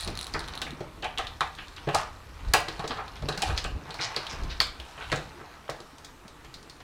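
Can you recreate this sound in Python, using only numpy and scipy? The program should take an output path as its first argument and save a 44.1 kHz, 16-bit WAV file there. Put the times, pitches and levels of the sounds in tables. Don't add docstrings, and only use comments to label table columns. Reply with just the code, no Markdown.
import sys
import numpy as np
from scipy import signal
from scipy.fft import rfft, irfft
from scipy.io import wavfile
from scipy.ndimage import uniform_filter1d

SR = 44100
rng = np.random.default_rng(int(sys.argv[2]) if len(sys.argv) > 2 else 0)


def natural_amplitude(level_db):
    exponent = np.asarray(level_db, float) / 20
    return 10 ** exponent


def digitize_waveform(pressure):
    field = np.atleast_2d(pressure).T
    bounded = np.clip(field, -1, 1)
    quanta = np.round(bounded * 32767).astype(np.int16)
    wavfile.write(sys.argv[1], SR, quanta)


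N = 301189

# frequency in Hz, level in dB per Hz.
HUM_SPECTRUM = [(15, -31), (25, 31.5), (64, -13.5), (263, 3), (677, -5.5), (1290, -3), (1480, -10),
                (1890, -6), (2050, -13), (3920, -14), (6050, -17.5), (14400, -27), (16000, -36)]
HUM_DB, HUM_PATCH_DB = -53.5, 2.4

# time in seconds, pressure in dB, claw scrape in dB over pressure.
SLIDING = [(0.0, -41, 15), (0.15, -44.5, -25), (0.28, -44, 0.5), (0.59, -43.5, -13), (1.06, -56.5, -1),
           (1.22, -47, -15), (1.45, -55, 5), (1.86, -48.5, -4.5), (1.98, -33.5, -4), (2.13, -54, -5.5),
           (2.78, -41, -6), (3.25, -49.5, -20), (3.48, -36, 3), (3.69, -51.5, -20), (4.11, -37.5, -15),
           (4.77, -49.5, -3), (5.14, -47.5, 6), (5.4, -48.5, -11)]
REST_S, REST_DB = 6.1, -6.5
GRIT_PER_S, GRIT_DB, GRIT_UNEVEN_DB = 120, -2.5, 3.0

# start in seconds, level in
# dB, ring in Hz, t60 in ms.
RAPS = [(.0005, -32, 4000, 8), (.0085, -29, 4100, 8), (.0145, -34, 4000, 8), (.02, -33, 4200, 8),
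        (.038, -30, 4000, 8), (.043, -33, 4200, 8), (.2045, -31, 4200, 8), (.2245, -33, 4100, 8),
        (.728, -32, 260, 60), (.81, -31, 430, 50), (1.056, -25, 770, 50), (1.064, -28, 780, 30),
        (1.4078, -15, 1270, 22), (1.408, -22, 1800, 15), (1.416, -17, 1120, 22), (1.4215, -19, 920, 15),
        (1.431, -24, 1200, 20), (1.8785, -23, 600, 25), (1.952, -14, 780, 30), (1.954, -18, 1200, 25),
        (1.999, -21, 1000, 15), (2.538, -11, 4500, 8), (2.5375, -16, 7800, 5), (2.5375, -18, 14200, 4),
        (2.539, -13, 1700, 25), (2.544, -13, 760, 35), (2.551, -14, 800, 25), (4.0103, -29, 4070, 10),
        (4.0, -30, 3900, 8), (4.3, -31, 5300, 10), (4.312, -32, 5100, 10), (4.0292, -23, 4600, 8),
        (4.0342, -22, 4300, 8), (3.991, -28, 2200, 8), (4.039, -26, 5400, 8), (4.051, -27, 6100, 8),
        (4.047, -25, 4000, 12), (4.6025, -4, 4450, 8), (4.603, -13, 3500, 8), (4.603, -13.5, 1900, 12),
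        (4.609, -20, 1120, 30), (4.617, -19, 4500, 10), (5.679, -37, 1300, 15), (5.681, -40, 3200, 10),
        (5.692, -23, 560, 30), (5.6925, -26, 1100, 20), (5.692, -29, 1760, 15), (5.72, -31, 600, 20),
        (2.538, -17, 3300, 10), (2.541, -17, 1370, 25), (3.257, -36, 4600, 8), (3.257, -38, 2600, 10),
             (3.2915, -22, 4000, 10), (3.2915, -28, 5600, 6), (3.4255, -21, 4700, 8), (3.426, -22, 3100, 8),
             (3.4255, -26, 7800, 5), (3.565, -33, 5500, 6), (3.642, -30, 7500, 5), (3.648, -23, 2800, 8),
             (3.648, -28, 1300, 12), (4.03, -28, 2900, 15), (4.045, -29, 3000, 12), (5.1, -30, 2850, 10),
             (5.1, -33, 900, 12), (5.118, -22, 1950, 12), (5.118, -27, 4400, 8), (5.118, -33, 6400, 6),
             (5.1265, -21, 1950, 10), (5.127, -21, 1000, 25), (5.128, -31, 6450, 8), (5.159, -32, 6750, 8)]
# start in seconds, level in dB, ring in Hz, t60 in ms.
THUMPS = [(.34, -36, 290, 80), (1.872, -27, 140, 200), (1.95, -33, 90, 200), (2.793, -31, 150, 120),
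          (2.9, -34, 250, 120), (3.221, -28, 130, 120), (3.3, -33, 150, 200), (4.05, -38, 110, 250),
          (4.0, -37, 450, 60), (3.38, -34, 170, 150), (4.79, -36, 60, 300), (5.118, -30, 95, 200),
          (5.12, -27, 430, 60), (5.93, -46, 280, 80), (6.25, -43, 180, 100), (6.48, -43, 130, 120)]
RAP_RISE_CYCLES, RAP_PAIR_RATIO = .8, 1.09
RAP_BLUR, RAP_WALLS_DB = 2.5, -2.0

# start in seconds, level in dB, upper ring in dB over the tick.
RATTLES = [(0.0074, -29.5, -8.5), (0.0172, -37, -18), (0.0255, -27, -25), (0.0325, -26, -20),
           (0.047, -27, -14.5), (0.1017, -38, -13), (0.1531, -25.5, -31), (0.174, -21, -24),
           (0.1902, -20.5, -22), (0.2114, -19, -21), (0.229, -23, -19), (0.243, -24.5, -21),
           (0.268, -23, -20.5), (0.3927, -24, -19.5), (0.4057, -26, -34), (0.478, -27, -29),
           (0.484, -25.5, -29), (0.553, -26, -23), (0.5757, -21, -27), (0.707, -26.5, -31)]
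# frequency in Hz, level in dB, t60 in seconds.
HINGE_LOW = [(3900, 4, 0.0033), (4350, 3, 0.0055), (5540, 2.5, 0.00087)]
# frequency in Hz, level in dB, t60 in seconds.
HINGE_HIGH = [(8760, -1, 0.0025), (10050, -7.5, 0.012), (10700, -2, 0.0039)]

# strongest push in seconds, boom in dB, build-up and let-go in seconds.
SHOVES = [(0.07, -32.5, 0.053, 0.23), (0.36, -32, .1, 0.22), (1.27, -36, 0.11, 0.3), (2.11, -44, .25, .12),
          (2.51, -21, 0.086, 0.019), (2.6, -44, .08, .5), (3.23, -29, 0.085, 0.13), (3.5, -22, 0.041, 0.12),
          (3.65, -27, 0.041, 0.12), (3.76, -27.5, .08, 0.038), (4.41, -28, .1, 0.31),
          (5.12, -35.5, 0.11, 0.21)]
# time in seconds, level in dB, let-go in seconds.
JOLTS = [(0.072, -26, 0.13), (0.36, -37, 0.33), (0.63, -34, .5), (1.88, -33, 0.11), (2.51, -38, 0.021),
         (2.61, -38, .9), (3.235, -24, 0.14), (3.65, -32.5, 0.22), (3.76, -33, .25), (4.41, -32.5, 0.29),
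         (5.12, -28, 0.21)]
JOLT_RISE_S, SWELL_DB = 0.013, 15.5
SWAY_DB, STILL_DB, STRUGGLE_END_S = -43.5, -52.5, 3.75
PANEL_REST_DB = -51.5

# start in seconds, level in dB, ring in Hz, fizz in dB over the tick.
SNAPS = [(0.0756, -25, 3970, -23), (0.3381, -22, 4500, -23), (0.617, -23, 3480, -21.5),
         (1.0236, -33.5, 3850, -24), (1.044, -28.5, 3300, -20), (1.1758, -22, 3100, -33),
         (1.183, -20.5, 3450, -21.5), (1.269, -26, 3600, -29), (1.4072, -22, 3680, -20.5),
         (1.8895, -30.5, 3400, -31), (1.9469, -20, 4020, -10.5), (2.537, -16, 4150, -8.5),
         (2.536, -12, 4080, -19), (2.6847, -23, 4080, -27), (2.8768, -29, 4130, -13.5),
         (3.287, -22, 3960, -24), (3.376, -24, 3760, -25), (3.42, -23, 3530, -10), (3.5762, -28, 4300, -17),
         (3.6417, -28, 3900, -17), (4.1629, -18, 4300, -29), (4.267, -27, 3550, -28),
         (4.327, -35, 4900, -39), (4.6023, -9, 4300, -27), (4.7995, -30, 3080, -44),
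         (5.1177, -31.5, 4270, -12.5), (5.1252, -23, 3700, -26), (5.16, -34, 3440, -13),
         (5.697, -34, 3500, -9), (6.0464, -41, 3300, -8.5)]
# start in seconds, level in dB, fizz in dB over the tick.
CLAWS = [(0.44, -35, -27), (0.5362, -34, -23), (0.806, -41, -16), (1.5503, -40, -14), (1.6815, -38, -21),
         (1.7644, -38.5, -20), (2.4843, -44.5, -13), (2.794, -32.5, -21), (2.842, -35, -24),
         (2.9723, -37, -24), (3.0803, -37, -38), (3.166, -45, -16), (3.2222, -37.5, -17),
         (3.3247, -28, -34), (3.402, -40, -12), (3.9062, -31, -25), (3.942, -30.5, -25.5),
         (4.3865, -44, -24), (4.435, -36.5, -16.5), (5.174, -35, -29), (5.803, -41.5, -13.5),
         (5.9828, -46, -8.5), (6.2798, -40.5, -14), (6.447, -56, -3.5), (6.541, -34.5, -21),
         (6.5457, -38.5, -20), (6.628, -47.5, -11), (6.6975, -36.5, -17), (6.8036, -47.5, -15)]
# multiple of the tick's own ring, level in dB, t60 in seconds.
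LATCH = [(.8, 4.5, 0.00053), (1, 4, 0.0027), (1.17, -4.5, 0.0021)]
# frequency in Hz, level in dB, t60 in seconds.
FIZZ = [(6310, 23.5, 0.00063), (9650, 11, 0.0021), (9770, 7, 0.0032), (11460, 6, 0.0014),
        (14500, -3, 0.00039)]
SNAP_MS, SNAP_MS_PER_DB = 6.15, -0.19
CLAW_MS, CLAW_HZ, CLAW_SPREAD_HZ = 5.8, 3900, 67

# start in seconds, blow in dB,
# then door thud, hollow note and frame, each in dB over the blow.
SLAPS = [(0.3431, -26.5, -8.5, -19, -6), (0.3556, -29, -8.5, -19, -31), (0.616, -34, -12, -10, -1),
         (1.0275, -30.5, -9, -9, -2), (1.045, -28.5, -13.5, -5, -3), (1.188, -23, -22, -8.5, -9),
         (1.4078, -21, -16, -9, -11), (1.886, -29.5, -5, 2.5, -2.5), (1.9425, -25, -40, 0, -4.5),
         (1.9473, -19, -24, -12, -18), (2.537, -13.5, -13, -8, -6), (2.793, -31, -10, -1.5, -10),
         (2.906, -23, -10.5, -12, -15), (2.99, -26, -27, -13.5, -15), (3.2851, -23.5, -3.5, -9.5, -11),
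         (3.423, -30.5, -5, 7, 2), (3.4965, -28.5, -6, -8, -8), (3.6469, -31, -6, -9.5, -3),
         (3.9909, -30.5, -9, -13, -3.5), (4.1646, -29.5, -3, -9.5, -4), (4.6025, -21, -30, -22, -7),
         (5.1172, -28, 2, -21, -1), (5.125, -22, -3, -12, -10), (5.692, -31, -3, -12, -11)]
# start in seconds, blow in dB, then door thud and frame in dB over the blow.
BUMPS = [(0.0764, -37.5, 1.5, -3), (0.537, -43, -9, -10), (0.6655, -35.5, -13, 0.5),
         (0.8053, -38.5, 5.5, -5.5), (1.1768, -38, -7, -2), (1.585, -37.5, -8.5, 2), (1.8718, -30, 6, -11),
         (2.6804, -32, -2, -1.5), (2.8399, -27.5, -2.5, -16), (3.2235, -38, -1, -8),
         (3.3734, -34, -2.5, -5), (3.8941, -38, -1, -17), (4.3286, -42.5, 4, 1), (4.796, -46.5, 0.5, -2),
         (4.9765, -38.5, -8, -2.5), (5.0998, -47, -12, 4), (5.8019, -42.5, 2, -17), (6.255, -56, 7, -12),
         (6.4468, -52, 1, 5), (6.8018, -42.5, -10, -6)]
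SLAP_MS, BUMP_MS, BUMP_HOLLOW_DB = 16.3, 10.4, -9.5
# frequency in Hz, level in dB, t60 in seconds.
FLAP = [(820, -6, .012), (1000, -2, .011), (1200, 3, .012), (1400, 1, .009), (1640, -3, .008)]
# frequency in Hz, level in dB, t60 in seconds.
HOLLOW = [(765, 0, .045), (860, -9, .025)]
# level in dB, first as heard straight, then towards the walls.
HOLLOW_DB = [
    [6.0],
    [-1.0],
]
# frequency in Hz, level in dB, t60 in seconds.
FRAME = [(1754, -3.5, 0.0061), (2220, 5, 0.003), (2560, 3.5, 0.004), (3255, -5.5, 0.0031)]
# frequency in Hz, level in dB, t60 in seconds.
DOOR = [(142.7, 2, 0.052), (208, -10, 0.03), (317.4, -3.5, 0.1), (423, 2, 0.033), (618, -3, 0.036)]

# start in seconds, level in dB,
# centre at the start in Hz, centre at the end in Hz, length in ms.
SWISHES = [(1.574, -43, 3200, 2960, 43), (1.763, -45, 2850, 2520, 38), (2.889, -38, 3140, 3750, 44),
           (3.155, -47, 3280, 3400, 30), (3.564, -33.5, 4100, 4240, 39), (4.0, -33, 3300, 5600, 60),
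           (4.29, -42.5, 5030, 4940, 41), (4.489, -41, 3660, 3820, 55), (5.002, -43.5, 2430, 3200, 66),
           (4.985, -45, 1190, 1390, 76), (5.33, -50.5, 312, 342, 144), (4.005, -39, 2300, 1700, 90),
           (1.031, -45, 3060, 3060, 27), (2.961, -40, 1090, 1110, 58)]

# delay in ms, level in dB.
WALLS = [(4.6, -15.5), (8.5, -12.5), (14.5, -15.5), (19, -47), (27, -76)]
# frequency in Hz, t60 in seconds.
ROOM = [(100, 0.3), (260, 0.23), (700, 0.41), (1840, 0.35), (4850, 0.29), (12800, 0.21)]


def evened(x):
    return x / np.sqrt(np.mean(x ** 2) + 1e-20)


def read(points, hz):
    f, value = np.transpose(points)
    return np.interp(np.log(hz + 1), np.log(f + 1), value)


def curves(rows):
    s, *columns = np.transpose(rows)
    return [np.interp(np.arange(N) / SR, s, c) for c in columns]


def add(mix, s, sound):
    part = mix[..., max(round(s * SR), 0):][..., :sound.shape[-1]]
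    part += sound[..., :part.shape[-1]]


def band(x, lo_hz, hi_hz):
    edges = [lo_hz, min(hi_hz, .45 * SR)]
    return evened(signal.sosfilt(signal.butter(2, edges, "bandpass", fs=SR, output="sos"), x))


def struck(modes, scale, contact_ms, luck, scatter_db=2.5, first=4.3):
    t = np.arange(len(luck)) / SR
    ring = np.zeros(len(luck))
    for k, (hz, db, t60) in enumerate(modes):
        fade = natural_amplitude(db + scatter_db * luck[k] - 60 * t / t60)
        ring += (-1) ** k * fade * np.sin(2 * np.pi * hz * scale * t)
    life = t[:3072] / (np.clip(contact_ms, .3, 40) / 1000)
    chatter = luck[:3072] * np.minimum(life * 6.6, 1) * np.exp(-1.6 * life ** 1.26)
    chatter[8] = first
    colour = rfft(chatter)
    chatter = irfft(colour / (np.abs(colour) + 1e-9) ** 0.46)
    heard = signal.fftconvolve(chatter, ring)[:len(t)]
    spread = ring * np.linalg.norm(heard) / np.linalg.norm(ring)
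    return np.array([heard, spread]) / np.abs(heard).max()


def slips(size, luck, uneven_db=3.5):
    grip = natural_amplitude(uneven_db * np.minimum(luck[1, :size // 64 + 1] ** 2, 4)).repeat(64)[:size]
    return luck[0, :size] * grip


def hum():
    frames, hz = N // 256 + 5, np.fft.rfftfreq(1024, 1 / SR)
    a, b, patches = rng.standard_normal((frames, 513, 3)).T
    patches = uniform_filter1d(patches, size=12, axis=0)
    patches = evened(uniform_filter1d(patches, size=14, axis=1))
    z = (a + 1j * b) * natural_amplitude(read(HUM_SPECTRUM, hz)[:, None] + HUM_PATCH_DB * patches)
    return natural_amplitude(HUM_DB) * evened(signal.istft(z, nperseg=1024, noverlap=768)[1][:N])


def rub():
    dull_db, scrape_db = curves(SLIDING + [(REST_S, SLIDING[-1][1] + REST_DB, SLIDING[-1][2])])
    bright_db = dull_db + scrape_db
    dull, bright = (slips(N, luck) for luck in rng.standard_normal((2, 2, N)))
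    flap = evened(band(dull, 733, 1370) + 1.6 * band(dull, 376, 2530))
    frame = evened(band(bright, 3370, 4420) + 1.5 * band(band(bright, 990, 8100), 1300, 14300))
    return natural_amplitude(dull_db - 6.5) * flap + natural_amplitude(bright_db - 13.5) * frame


def grit():
    pressure_db = curves(SLIDING + [(REST_S, SLIDING[-1][1] - 15.0, 0)])[0]
    where, size = rng.random((2, 3, N))
    crackle_db = pressure_db + GRIT_DB - GRIT_UNEVEN_DB * np.log(size + 0.041)
    train = (where < GRIT_PER_S / 3 / SR) * natural_amplitude(crackle_db)
    luck = rng.standard_normal((3, 2, 4096))
    snaps = []
    for hz, (a, b) in zip((2600, 4100, 5200), luck):
        fizz = natural_amplitude(-13.0) * struck(FIZZ, 0.95, 0.75, b)[0, :600]
        snaps.append(struck(LATCH, hz, 1.5, a)[0, :600] + fizz)
    return signal.oaconvolve(train, np.array(snaps), axes=1)[:, :N].sum(0)


def raps():
    mix, t = np.zeros((2, N)), np.arange(8192) / SR
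    for s, db, hz, ms in RAPS + THUMPS:
        pair = np.sin(2 * np.pi * hz * t) + .6 * np.sin(2 * np.pi * hz * RAP_PAIR_RATIO * t)
        fade_db = 60000 * t / max(ms, 1) * np.array([[1], [RAP_BLUR]])
        fade_db = fade_db - np.array([[0], [RAP_WALLS_DB]])
        add(mix, s, natural_amplitude(db - fade_db) * np.tanh(hz * t / RAP_RISE_CYCLES) * pair)
    return mix


def rattle():
    mix = np.zeros((2, N))
    for (s, db, top_db), luck in zip(RATTLES, rng.standard_normal((len(RATTLES), 2, 3072))):
        low = struck(HINGE_LOW, 0.98, 1.5, luck[0], first=3.4)
        high = natural_amplitude(top_db + 12.0) * struck(HINGE_HIGH, 0.94, 3.6, luck[1], first=2.34)
        add(mix, s, natural_amplitude(db - 2.5) * (low + high))
    return mix


def pushes(rows, floor_db):
    t = np.arange(N) / SR
    ramps = []
    for s, db, rise, fall in rows:
        distance = np.maximum((s - t) / max(rise, .005), (t - s) / max(fall, .005))
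        ramps.append(db - SWELL_DB * distance)
    return np.maximum(np.max(ramps, axis=0), floor_db)


def heave():
    sway_db, = curves([(STRUGGLE_END_S - .3, SWAY_DB), (STRUGGLE_END_S + .3, STILL_DB)])
    boom_db = pushes(SHOVES, sway_db)
    panel_db = pushes([(s, db, JOLT_RISE_S, fall) for s, db, fall in JOLTS], PANEL_REST_DB)
    push = rng.standard_normal((2, N))
    boom = evened(band(push[0], 33.5, 81.5) + 0.4 * band(push[0], 27, 43))
    panel = evened(band(push[1], 127.0, 169) + 1.63 * band(push[1], 51, 426))
    return natural_amplitude(boom_db - 4.5) * boom + natural_amplitude(panel_db - 10.5) * panel


def ticks():
    mix = np.zeros((2, N))
    taps = [(*row, SNAP_MS + SNAP_MS_PER_DB * (row[1] + 25)) for row in SNAPS]
    for s, db, fizz_db in CLAWS:
        taps.append((s, db, CLAW_HZ + CLAW_SPREAD_HZ * rng.uniform(-0.37, 1), fizz_db, CLAW_MS))
    for (s, db, hz, fizz_db, ms), luck in zip(taps, rng.standard_normal((len(taps), 2, 3072))):
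        brightness = np.clip(1 + 0.013 * (db + 21.0), .85, 1.15)
        fizz = natural_amplitude(fizz_db + 15.5) * struck(FIZZ, brightness, ms, luck[1])
        add(mix, s, natural_amplitude(db + 1.0) * (struck(LATCH, hz, ms, luck[0]) + fizz))
    return mix


def knocks():
    mix = np.zeros((2, N))
    blows = [(*row, SLAP_MS) for row in SLAPS]
    blows += [(s, db, door_db, BUMP_HOLLOW_DB, frame_db, BUMP_MS) for s, db, door_db, frame_db in BUMPS]
    lucks = rng.standard_normal((len(blows), 4, 8192))
    for (s, db, door_db, hollow_db, frame_db, ms), luck in zip(blows, lucks):
        flap_pitch = np.clip(1.0 - 0.0054 * (hollow_db + 9.0), .9, 1.1)
        flap = struck(FLAP, flap_pitch, ms, luck[0])
        hollow = natural_amplitude(hollow_db + np.array(HOLLOW_DB)) * struck(HOLLOW, 1.0, ms, luck[3])
        frame = natural_amplitude(frame_db + 5.5) * struck(FRAME, 1, 1.15 * ms, luck[1])
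        door = natural_amplitude(door_db + 5.0) * struck(DOOR, 1, 0.61 * ms, luck[2])
        add(mix, s, natural_amplitude(db - 2.0) * (flap + hollow + frame + door))
    return mix


def resonate(x, hz, width_hz):
    turn = np.exp(2j * np.pi * np.cumsum(hz) / SR)
    r = np.exp(-np.pi * width_hz / SR)
    smooth = signal.lfilter([1], np.convolve([1, -r], [1, -r]), x / turn)
    return evened((turn * smooth).real)


def swishes():
    mix = np.zeros(N)
    lucks = rng.standard_normal((len(SWISHES), 2, 8192))
    for (s, db, from_hz, to_hz, ms), luck in zip(SWISHES, lucks):
        size = min(int(ms * SR / 1000), 8192)
        drive = slips(size, luck, uneven_db=4.0)
        stroke = resonate(drive, np.linspace(from_hz, to_hz, size), 0.71 * from_hz)
        stroke = stroke + 0.7 * band(drive, 0.31 * from_hz, 0.92 * to_hz)
        stroke = band(stroke, 0.3 * from_hz, 1.4 * to_hz)
        swell = np.sin(np.linspace(0, 1, size) ** 0.72 * np.pi)
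        add(mix, s, natural_amplitude(db) * stroke * swell)
    return mix


def room(heard, spread, tail_db=-1.0):
    out = heard.copy()
    for ms, db in WALLS:
        add(out, ms / 1000, natural_amplitude(db) * heard)
    size = SR // 2
    taps = np.zeros((3, size))
    at = np.arange(200, size - 20, 20)
    at = at + rng.integers(0, 20, (3, len(at)))
    np.put_along_axis(taps, at, rng.choice([-1., 1.], at.shape), 1)
    hz, t, z = signal.stft(taps, SR, nperseg=512)
    fade = natural_amplitude(-60 * t / read(ROOM, hz)[:, None])
    tails = signal.istft(z * fade, SR, nperseg=512)[1]
    turns = 2 * np.pi * (7 * np.arange(N) / SR + np.arange(3)[:, None] / 3)
    fed = spread * np.sqrt(2 / 3) * np.cos(turns)
    tail = signal.fftconvolve(fed, tails / np.linalg.norm(tails[0]), axes=1)[:, :N].sum(0)
    return out + natural_amplitude(tail_db) * tail


def toward_walls(db):
    return natural_amplitude(np.array([[0], [db]]))


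def scene():
    small = ticks() * toward_walls(-4.0) + (rattle() + grit()) * toward_walls(-11.0)
    heard, spread = knocks() + raps() + small + rub() + swishes() * toward_walls(-3.0)
    return (room(heard, spread) + heave() + hum())[None]


def top_cut(x):
    return signal.sosfilt(signal.butter(12, 16530, fs=SR, output="sos"), x)


def record(dry):
    limited = signal.oaconvolve(dry, signal.firwin(255, 16200, fs=SR)[None], "same")
    return top_cut(limited)


dry = scene()
out = record(dry)
digitize_waveform(out)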